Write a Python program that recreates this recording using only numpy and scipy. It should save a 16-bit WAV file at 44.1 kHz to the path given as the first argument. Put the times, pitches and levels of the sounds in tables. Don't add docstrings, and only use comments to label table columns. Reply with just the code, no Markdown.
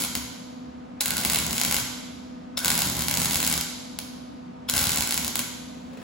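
import sys
import numpy as np
from scipy import signal
from scipy.fft import rfft, irfft, next_fast_len
from scipy.io import wavfile

SR = 44100
rng = np.random.default_rng(int(sys.argv[2]) if len(sys.argv) > 2 else 0)


def pcm_store(signal):
    levels = np.round(np.clip(np.atleast_2d(signal), -1, 1) * 32767)
    wavfile.write(sys.argv[1], SR, levels.astype(np.int16).T)


N = 265910

# (s, level dB)
POPS = [(0.1519, -6.5), (1.0578, -6), (1.0795, -11), (1.1056, -7), (1.1366, -15), (1.1676, -11.5), (1.1797, -8),
        (1.2121, -13), (1.2352, -13.5), (1.2491, -3), (1.2985, -5.5),
        (1.333, -7), (1.3457, -5), (1.3581, -5), (1.3866, -8), (1.4645, -10), (1.5081, -12.5),
        (1.5296, -10.5), (1.566, -14), (1.5799, -7), (1.5984, -10.5),
        (1.6135, -3.5), (1.6343, -7), (1.6489, -5), (1.711, -7), (1.724, -7), (1.743, -4.5), (1.7652, -6),
        (1.7844, -12), (1.799, -13), (2.578, -11.5), (2.646, -5),
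        (2.6571, -5.5), (2.6802, -3), (2.7024, -3), (2.7161, -8), (2.7523, -10), (2.7768, -7), (2.79, -7),
        (2.805, -9.5), (2.819, -5), (2.8985, -12), (3.0073, -11), (3.0205, -9.5), (3.0375, -14.5),
        (3.0829, -6.5), (3.1109, -6.5), (3.1397, -7.5), (3.1718, -6.5),
        (3.217, -8), (3.2458, -9), (3.2564, -6.5), (3.309, -8.5), (3.3325, -10), (3.3441, -8), (3.3561, -6),
        (3.4015, -8), (3.4281, -8), (3.4478, -9),
        (3.465, -7.5), (3.4748, -6), (3.513, -10), (3.5255, -7.5), (3.5385, -9), (3.5771, -9.5), (3.6102, -9),
        (3.9878, -12.5), (4.697, -4), (4.7375, -8), (4.7634, -7.5), (4.7784, -6.5), (4.7916, -7.5),
        (4.803, -10.5), (4.814, -10), (4.8271, -12), (4.8398, -7), (4.8534, -11), (4.869, -7.5),
        (4.8927, -7), (4.9047, -10.5), (4.9179, -9), (4.9314, -11.5), (4.9589, -8.5), (4.9725, -6.5),
        (5.0071, -6.5), (5.0219, -9), (5.0732, -11.5), (5.0912, -14), (5.108, -9),
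        (5.123, -8), (5.142, -8.5), (5.1763, -6.5), (5.2459, -11), (5.2788, -9.5), (5.3553, -6), (5.3916, -7.5)]
# (s, level dB, build-up of the skid s, pitch of its lower squeak Hz, lower squeak dB, upper squeak dB, surge of gas dB)
STRIKES = [(1.0082, 1.5, 0.0015, 3750, -2, -4, 3.5), (2.5737, 3, 0.0016, 4180, -12, -1.5, 6), (4.6908, 0, .003, 3380, -2.5, -6, 6)]
# (catches s, goes out s, level dB, shaking of the panel dB)
WELDS = [(-.5, 0.039, 4, -4), (0.146, 0.17, -2.5, 2.5), (1.05, 1.798, -4.8, 0), (2.627, 3.571, -0.5, 1.5), (4.732, 5.278, 0.6, 0.5), (5.36, 5.404, 4, 1)]
# (s, level dB)
KNOCKS = [(5.745, -30), (5.935, -24), (5.972, -21)]
# (Hz, dB per Hz)
CRACK = [(200, -19), (600, -28), (1000, -12.5), (1700, -16.5), (2100, -1.5), (2600, -6), (3300, -2.5), (4700, -1), (5800, -3), (7200, 0.76), (10500, -1.5), (13500, -1.5), (15500, -5.5)]
HALL = [(150, -2), (500, -4.5), (1000, 3), (1500, 3), (2600, 1), (4500, -0.5), (7000, 2.5), (9000, -2.5), (11000, 3), (13500, 0.5), (15500, -1)]
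KNOCK = [(100, -17), (450, 10), (900, -5.5), (2000, -5), (5000, -10.5), (14000, -23)]
SHOP = [(25, -33.5), (45, -18), (70, -1), (105, -9.5), (145, -6), (170, 2.5), (210, 1.5), (236, 7.5), (259, -2.5), (277, 6), (300, -4), (340, -9.5), (420, -13), (600, -14), (1200, -17.5), (2500, -24.5), (6000, -36), (9000, -42), (15000, -65)]
# (Hz, t60 s)
HALL_T60 = [(100, 0.65), (500, 1.24), (1400, 0.98), (3700, 1.33), (7000, 1.03), (10000, 0.57), (15000, 0.36)]
# (Hz, t60 s, dB)
PANEL_FLEX = [(55.7, 0.2, -15.5), (72.9, 0.38, 0), (124, 0.68, 1), (166.2, 0.33, 3.5), (195, 0.13, 5), (231, 0.2, 4.5), (280.5, 0.19, 2), (360.2, 0.3, -2.5), (408, 0.11, -18.5), (494, 0.05, -24), (605, 0.12, -4)]
PANEL_RING = [(716, 0.078, -23.5), (873, 0.089, -6.5), (968, 0.36, -9.5), (1015, 0.19, -9.5), (1160, 0.03, -10.5), (1396, 0.023, -2.5), (1493, 0.06, -4), (2130, 0.05, -7.5), (2304, 0.062, 1), (3000, 0.26, -21.5), (3190, 0.12, -6)]
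# (Hz, t60 s, dB)
WIRE_RING = [(1480, .03, -4), (2272, 0.03, -12), (3630, 0.007, 0), (3760, 0.04, -1), (4300, 0.006, 1), (5250, .006, 1), (6890, .008, 0)]
# (multiple of the blade rate, dB rms)
FAN = [(1, -43), (2, -57.5), (3, -67.5), (5, -65.5), (6, -70.5)]
MAINS_HZ = 60
HUM_DB = -63.5

FAN_HZ, FAN_SAG_HZ, FAN_LAG_S = 249.4, 3.7, .13
LEAD = SR // 2
M = N + 2 * SR
TIME = (np.arange(M) - LEAD) / SR
PORT_LAG = 10
TOP_HZ = 16000
# (s, level dB)
SHUFFLE = [(5.701, -93), (5.75, -75), (5.79, -65), (5.90, -61), (5.94, -59), (5.98, -60), (6.04, -48.5)]
# (s, level dB, length of the push s)
THUDS = [(1.084, -48, .003), (1.37, -47, .004), (1.69, -42, 0.0044), (1.76, -43, 0.0037), (1.821, -41, 0.0032), (2.656, -43, 0.0032), (2.799, -45, .008), (2.889, -49, 0.0045), (3.187, -42, 0.0043), (3.219, -40, 0.0048), (3.259, -38, 0.0028),
         (3.354, -33.5, 0.0082), (3.452, -46, 0.0058), (4.733, -39, 0.0031), (4.766, -38.5, .004), (4.816, -34, 0.0041), (4.869, -34, 0.0072), (4.917, -40, 0.0031), (4.989, -35, 0.0089)]
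# (Hz, t60 s, dB)
BUCKLE = [(48.3, 0.089, -1), (64, 0.066, 3.5), (86, 0.053, 5.5), (122.6, 0.057, 17), (164, .035, 15)]
# (s, dB)
ARC_STRENGTH = [(1.07, -28.5), (1.15, -24.5), (1.22, -22.5), (1.259, -22.5), (1.36, -21), (1.47, -27),
                (1.56, -26), (1.629, -26.5), (1.79, -23), (2.66, -27), (2.82, -26.5), (2.94, -28.5),
                (3.009, -23.5), (3.06, -32.0), (3.2, -21), (3.3, -27.5), (3.48, -25.5), (3.591, -28),
                (4.75, -23), (4.78, -22.5), (4.9, -29), (5.01, -26), (5.06, -33), (5.13, -30.5),
                (5.269, -32)]
CATCH_S, DIE_S, FLARE_T60 = 0.011, 0.027, 0.15
FIZZ_DB, FIZZ_SWING, FIZZ_FLARE_DB = -25.5, 1.07, -24
SHORTS_HZ, SHORTS_JITTER, SHORTS_SCATTER_DB, SNAP_DB = 78, .15, 3.5, 22.5
# (Hz, dB per Hz)
VENT = [(250, -11.5), (380, -3.5), (500, -10), (620, 8), (760, 7), (830, -4), (950, 5), (1250, -15.5), (1600, -33.5), (2200, -30), (5000, -48)]
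VENT_DB, VENT_LAG_S = -50, 0.00063
SHAKE_DB, SHAKE_SWING = -28, 0.8
CEILING = .88
POP_BODY_HZ, POP_BODY_DB, POP_EVEN = 3000, -2, .55
BLOW_T60, BLOW_DB, BLOW_SWING = .008, 1, 1.8
SKID_FALL_S, SQUEAK_DB, SQUEAK_HZ = .0028, -22, 5280
NOZZLE_HZ, NOZZLE_WIDTH_HZ = 1505, 270


def undb(db):
    return 10 ** (np.asarray(db) / 20)


def unit(x):
    return x / np.sqrt(np.sum(x ** 2, axis=-1, keepdims=True))


def along(points, hz):
    f, v = np.transpose(points)
    return np.interp(np.log(np.maximum(hz, 1)), np.log(f), v)


def shaped(x, gain):
    size = next_fast_len(x.shape[-1])
    return irfft(rfft(x, size) * gain(np.arange(size // 2 + 1) * SR / size), size)[..., :x.shape[-1]]


def click(points, size=1024):
    cepstrum = irfft(np.log(undb(along(points, np.arange(size // 2 + 1) * SR / size))))
    cepstrum[1:size // 2] *= 2
    cepstrum[size // 2 + 1:] = 0
    return unit(irfft(np.exp(rfft(cepstrum))))


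def through(x, response):
    return signal.fftconvolve(np.atleast_2d(x), np.atleast_2d(response), axes=-1)[:, :M]


def fade(t, t60):
    return np.exp(-np.log(1000) * t / t60)


def ring(modes):
    t = np.arange(SR // 2) / SR
    return unit(sum(undb(db) * unit(np.sin(2 * np.pi * hz * t) * fade(t, t60)) for hz, t60, db in modes))


def bursts(events, t60, rough, even=0, size=512):
    out, spit = np.zeros(M), rough * unit(rng.standard_normal((len(events), size)) * fade(np.arange(size) / SR, t60))
    spit[:, 0] = 1
    colour = rfft(np.pad(spit, ((0, 0), (size, 0))))
    for (s, db), shape in zip(events, unit(irfft(colour / np.abs(colour) ** even))):
        start = LEAD + int(s * SR)
        out[start - size:start + size] += undb(db) * shape
    return out


def diffuse(size, alike_hz):
    mid, side = rng.standard_normal((2, size))
    likeness = lambda f: np.clip(0.25 + 0.76 / (1 + (f / alike_hz) ** 2), 0, 1)
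    mid, side = shaped(mid, lambda f: np.sqrt(1 + likeness(f))), shaped(side, lambda f: np.sqrt(1 - likeness(f)))
    return np.array([mid + side, mid - side]) / np.sqrt(2)


def burning():
    s, db = np.transpose(ARC_STRENGTH)
    strength = np.interp(TIME, s, db - db.max())
    fizz = shake = 0
    for on, off, level_db, shake_db in WELDS:
        lit = np.clip(np.minimum((TIME - on) / CATCH_S, 1 + (off - TIME) / DIE_S), 0, 1)
        fizz = fizz + lit * undb(FIZZ_DB + level_db + FIZZ_SWING * strength)
        shake = shake + lit * undb(SHAKE_DB + shake_db + SHAKE_SWING * strength)
    flare = sum((TIME > s) * fade(np.abs(TIME - s), FLARE_T60) for s, *_ in STRIKES)
    return fizz + undb(FIZZ_FLARE_DB) * flare, shake


def shorts(count=700):
    chance = rng.standard_normal((count, 2))
    restarts = np.array([TIME[0], *np.array(POPS)[:, 0], N / SR])
    cycles = np.cumsum(np.maximum(np.round(np.diff(restarts, prepend=TIME[0]) * SHORTS_HZ), 1))
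    dips = np.setdiff1d(np.arange(1, min(cycles[-1], count)), cycles).astype(int)
    s = np.interp(dips + SHORTS_JITTER * chance[dips, 0], cycles, restarts)
    return np.column_stack([s, SHORTS_SCATTER_DB * np.minimum(chance[dips, 1], 1)])


def spatter(rate_hz=2500, spread_db=7.0, hiss=0.23):
    drops = (rng.random(M) < rate_hz / SR) * undb(spread_db * np.minimum(rng.exponential(size=M), 5)) * rng.choice([-1, 1], M)
    return drops / drops.std() + hiss * rng.standard_normal(M)


def nearby(scatter_t60=0.024, echo_t60=0.024):
    t = np.arange(SR // 10) / SR
    scatter_db = -6
    response = undb(scatter_db) * unit(diffuse(len(t), 300) * fade(t, scatter_t60))
    for delay, db in [(.0058, -10), (.0118, -8), (.0135, -28.5), (.0215, -14), (.0265, -14.5)]:
        response += undb(db) * unit(diffuse(len(t), 300) * (t > delay) * fade(np.abs(t - delay), echo_t60))
    response[0, 0] += undb(2.5)
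    response[1, 1] += undb(-1.5)
    return response


def hall(build_s=0.015):
    t = np.arange(SR * 3 // 2) / SR
    noise, centres = diffuse(len(t), 280), np.geomspace(125, 16000, num=8)
    tail = 0
    for hz, share in zip(centres, np.eye(len(centres))):
        band = shaped(noise, lambda f: along(np.column_stack([centres, share]), f) * undb(along(HALL, f)))
        tail = tail + band * fade(t, along(HALL_T60, hz))
    return unit(tail * (1 - np.exp(-t / build_s)))


def arc(pop_db=7.0, pop_lag_s=.0007, short_db=12.0, fizz_db=-5, roar_db=-14.0, ring_db=-17, flex_db=22, kick_db=-15, thud_db=33, lowest_hz=48):
    cycle, (heat, force) = shorts(), burning()
    pops = undb(pop_db) * bursts([(s + pop_lag_s, db) for s, db in POPS], t60=0.0026, rough=1.29, even=POP_EVEN)
    pops = pops + undb(POP_BODY_DB) * signal.lfilter(*signal.butter(1, POP_BODY_HZ, fs=SR), pops)
    pops = pops + undb(BLOW_DB) * bursts([(s + pop_lag_s + BLOW_T60 / 10, BLOW_SWING * db) for s, db in POPS], t60=BLOW_T60, rough=5.3)
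    crackle = undb(SNAP_DB) * bursts(cycle, t60=0.0025, rough=1.0) + undb(short_db) * bursts(cycle, t60=0.0094, rough=3.3)
    sparks = pops + heat * (crackle + undb(fizz_db) * spatter())
    crack = through(dispersed(sparks), click(CRACK)) + undb(ring_db) * through(sparks, ring(PANEL_RING))
    roar = shaped(rng.standard_normal(M), lambda f: f ** 2 / (1 + (f / 250) ** 2) / (1 + (f / 1700) ** 2))
    crack = crack + undb(roar_db) * (heat + force) / 2 * roar / roar.std()
    pushes = undb(flex_db) * force * bursts(cycle, t60=0.013, rough=0.11) + undb(kick_db) * bursts(POPS, t60=.004, rough=0.35)
    thuds = undb(thud_db) * buckling()
    flex = through(pushes, ring(PANEL_FLEX)) + thuds
    return crack, signal.sosfilt(signal.butter(6, lowest_hz, "high", fs=SR, output="sos"), flex)


def strikes(ring_db=-27, spit_db=-28.0, squeak_width_hz=200):
    skids = squeaks = 0
    slip = np.cumsum(rng.standard_normal((2, M)), axis=1) * np.sqrt(2 * np.pi * squeak_width_hz / SR)
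    for s, db, rise_s, low_hz, low_db, high_db, _ in STRIKES:
        age = TIME - s
        skid = undb(db) * np.exp(np.maximum(np.minimum(age / rise_s, -age / SKID_FALL_S), -20))
        tones = undb(low_db) * np.sin(2 * np.pi * low_hz * age + slip[0]) + undb(high_db) * np.sin(2 * np.pi * SQUEAK_HZ * age + slip[1])
        skids, squeaks = skids + skid, squeaks + skid * tones
    scrape = skids * rng.standard_normal(M)
    return undb(SQUEAK_DB) * squeaks + undb(ring_db) * through(scrape, ring(WIRE_RING)), undb(spit_db) * through(scrape, click(CRACK))


def fan(air_db=-43.5, waver=0.054, drift=0.11):
    def wander(hz):
        w = shaped(rng.standard_normal(M), lambda f: 1 / (1 + (f / hz) ** 2))
        return w / w.std()
    turn = 2 * np.pi * np.cumsum(FAN_HZ - FAN_SAG_HZ * load(FAN_LAG_S)) / SR + drift * wander(2)
    sides = np.array([[-.45], [.45]])
    tones = (1 + waver * wander(7.2)) * sum(np.sqrt(2) * undb(db) * np.sin(k * turn + sides) for k, db in FAN)
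    air = shaped(diffuse(M, 230), lambda f: undb(along(SHOP, f)))
    return tones * undb([[-.3], [.3]]) + undb(air_db) * air / air.std()


def dispersed(x, lag_s=0.000462, corner_hz=5000):
    return shaped(x, lambda f: np.exp(-2j * np.pi * lag_s * corner_hz * np.arctan(f / corner_hz)))


def gas(surge_db=-49, steady_db=-64, rise_s=0.063, hiss_db=-1):
    surge = 0
    for s, *_, db in STRIKES:
        age = np.maximum(TIME - s, 0) / rise_s
        surge = surge + undb(db) * (age * np.exp(1 - age)) ** 2
    flow = rng.standard_normal(M)
    hoot = shaped(flow, lambda f: 1 / (1 + 2j * (f - NOZZLE_HZ) / NOZZLE_WIDTH_HZ) ** 2)
    rush = shaped(flow, lambda f: f / (1 + (f / 900) ** 2))
    return (undb(surge_db) * surge + undb(steady_db) * load(lag_s=0.017)) * (hoot / hoot.std() + undb(hiss_db) * rush / rush.std())


def movement():
    s, db = np.transpose(SHUFFLE)
    rubbing = np.interp(TIME, s, undb(db), 0, 0) * spatter(rate_hz=590, spread_db=4.5, hiss=0.91)
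    return through(rubbing + bursts(KNOCKS, t60=0.064, rough=2.8), click(KNOCK))


def vent():
    air = shaped(rng.standard_normal(M), lambda f: undb(along(VENT, f)))
    late = shaped(air, lambda f: np.exp(-2j * np.pi * f * VENT_LAG_S))
    return undb(VENT_DB) * np.array([late, air]) / air.std()


def transformer():
    return np.sqrt(2) * undb(HUM_DB) * np.sin(4 * np.pi * MAINS_HZ * TIME)


def buckling():
    pushes = np.zeros(M)
    for s, db, length in THUDS:
        push = np.sin(np.pi * np.clip((TIME - s) / length + .5, 0, 1)) ** 2
        pushes += undb(db) * push / push.sum()
    return through(pushes, ring(BUCKLE))


def load(lag_s):
    burns = sum((TIME > on) * (TIME < off) for on, off, _, _ in WELDS)
    step = 1 / (lag_s * SR)
    return signal.lfilter([step], [1, step - 1], burns)


def scene(hall_db=-2, flex_hall_db=-5, flex_lag_s=0.00049):
    crack, flex = arc()
    squeak, spit = strikes()
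    near = crack + spit + gas() + movement()
    squeak_hall_db = -10
    tail = through(undb(hall_db) * near + undb(squeak_hall_db) * squeak + undb(flex_hall_db) * flex, hall())
    boom = np.vstack([undb(-0.5) * shaped(flex, lambda f: np.exp(-2j * np.pi * f * flex_lag_s)), undb(3.0) * flex])
    return (through(near + squeak, nearby()) + boom + tail + fan() + transformer() + vent())[:, LEAD:LEAD + N]


def record(dry, cross_hz=7900):
    top = lambda f: 1 / (1 + (cross_hz / np.maximum(f, 1)) ** 40)
    treble = shaped(dry[0], lambda f: np.sqrt(top(f)))
    out = shaped(dry, lambda f: np.sqrt(1 - top(f))) + np.array([-np.roll(treble, PORT_LAG // 2), np.roll(treble, -PORT_LAG // 2)])
    return signal.sosfilt(signal.ellip(10, .2, 80, TOP_HZ, fs=SR, output="sos"), CEILING * np.tanh(out / CEILING))


dry = scene()
out = record(dry)
pcm_store(out)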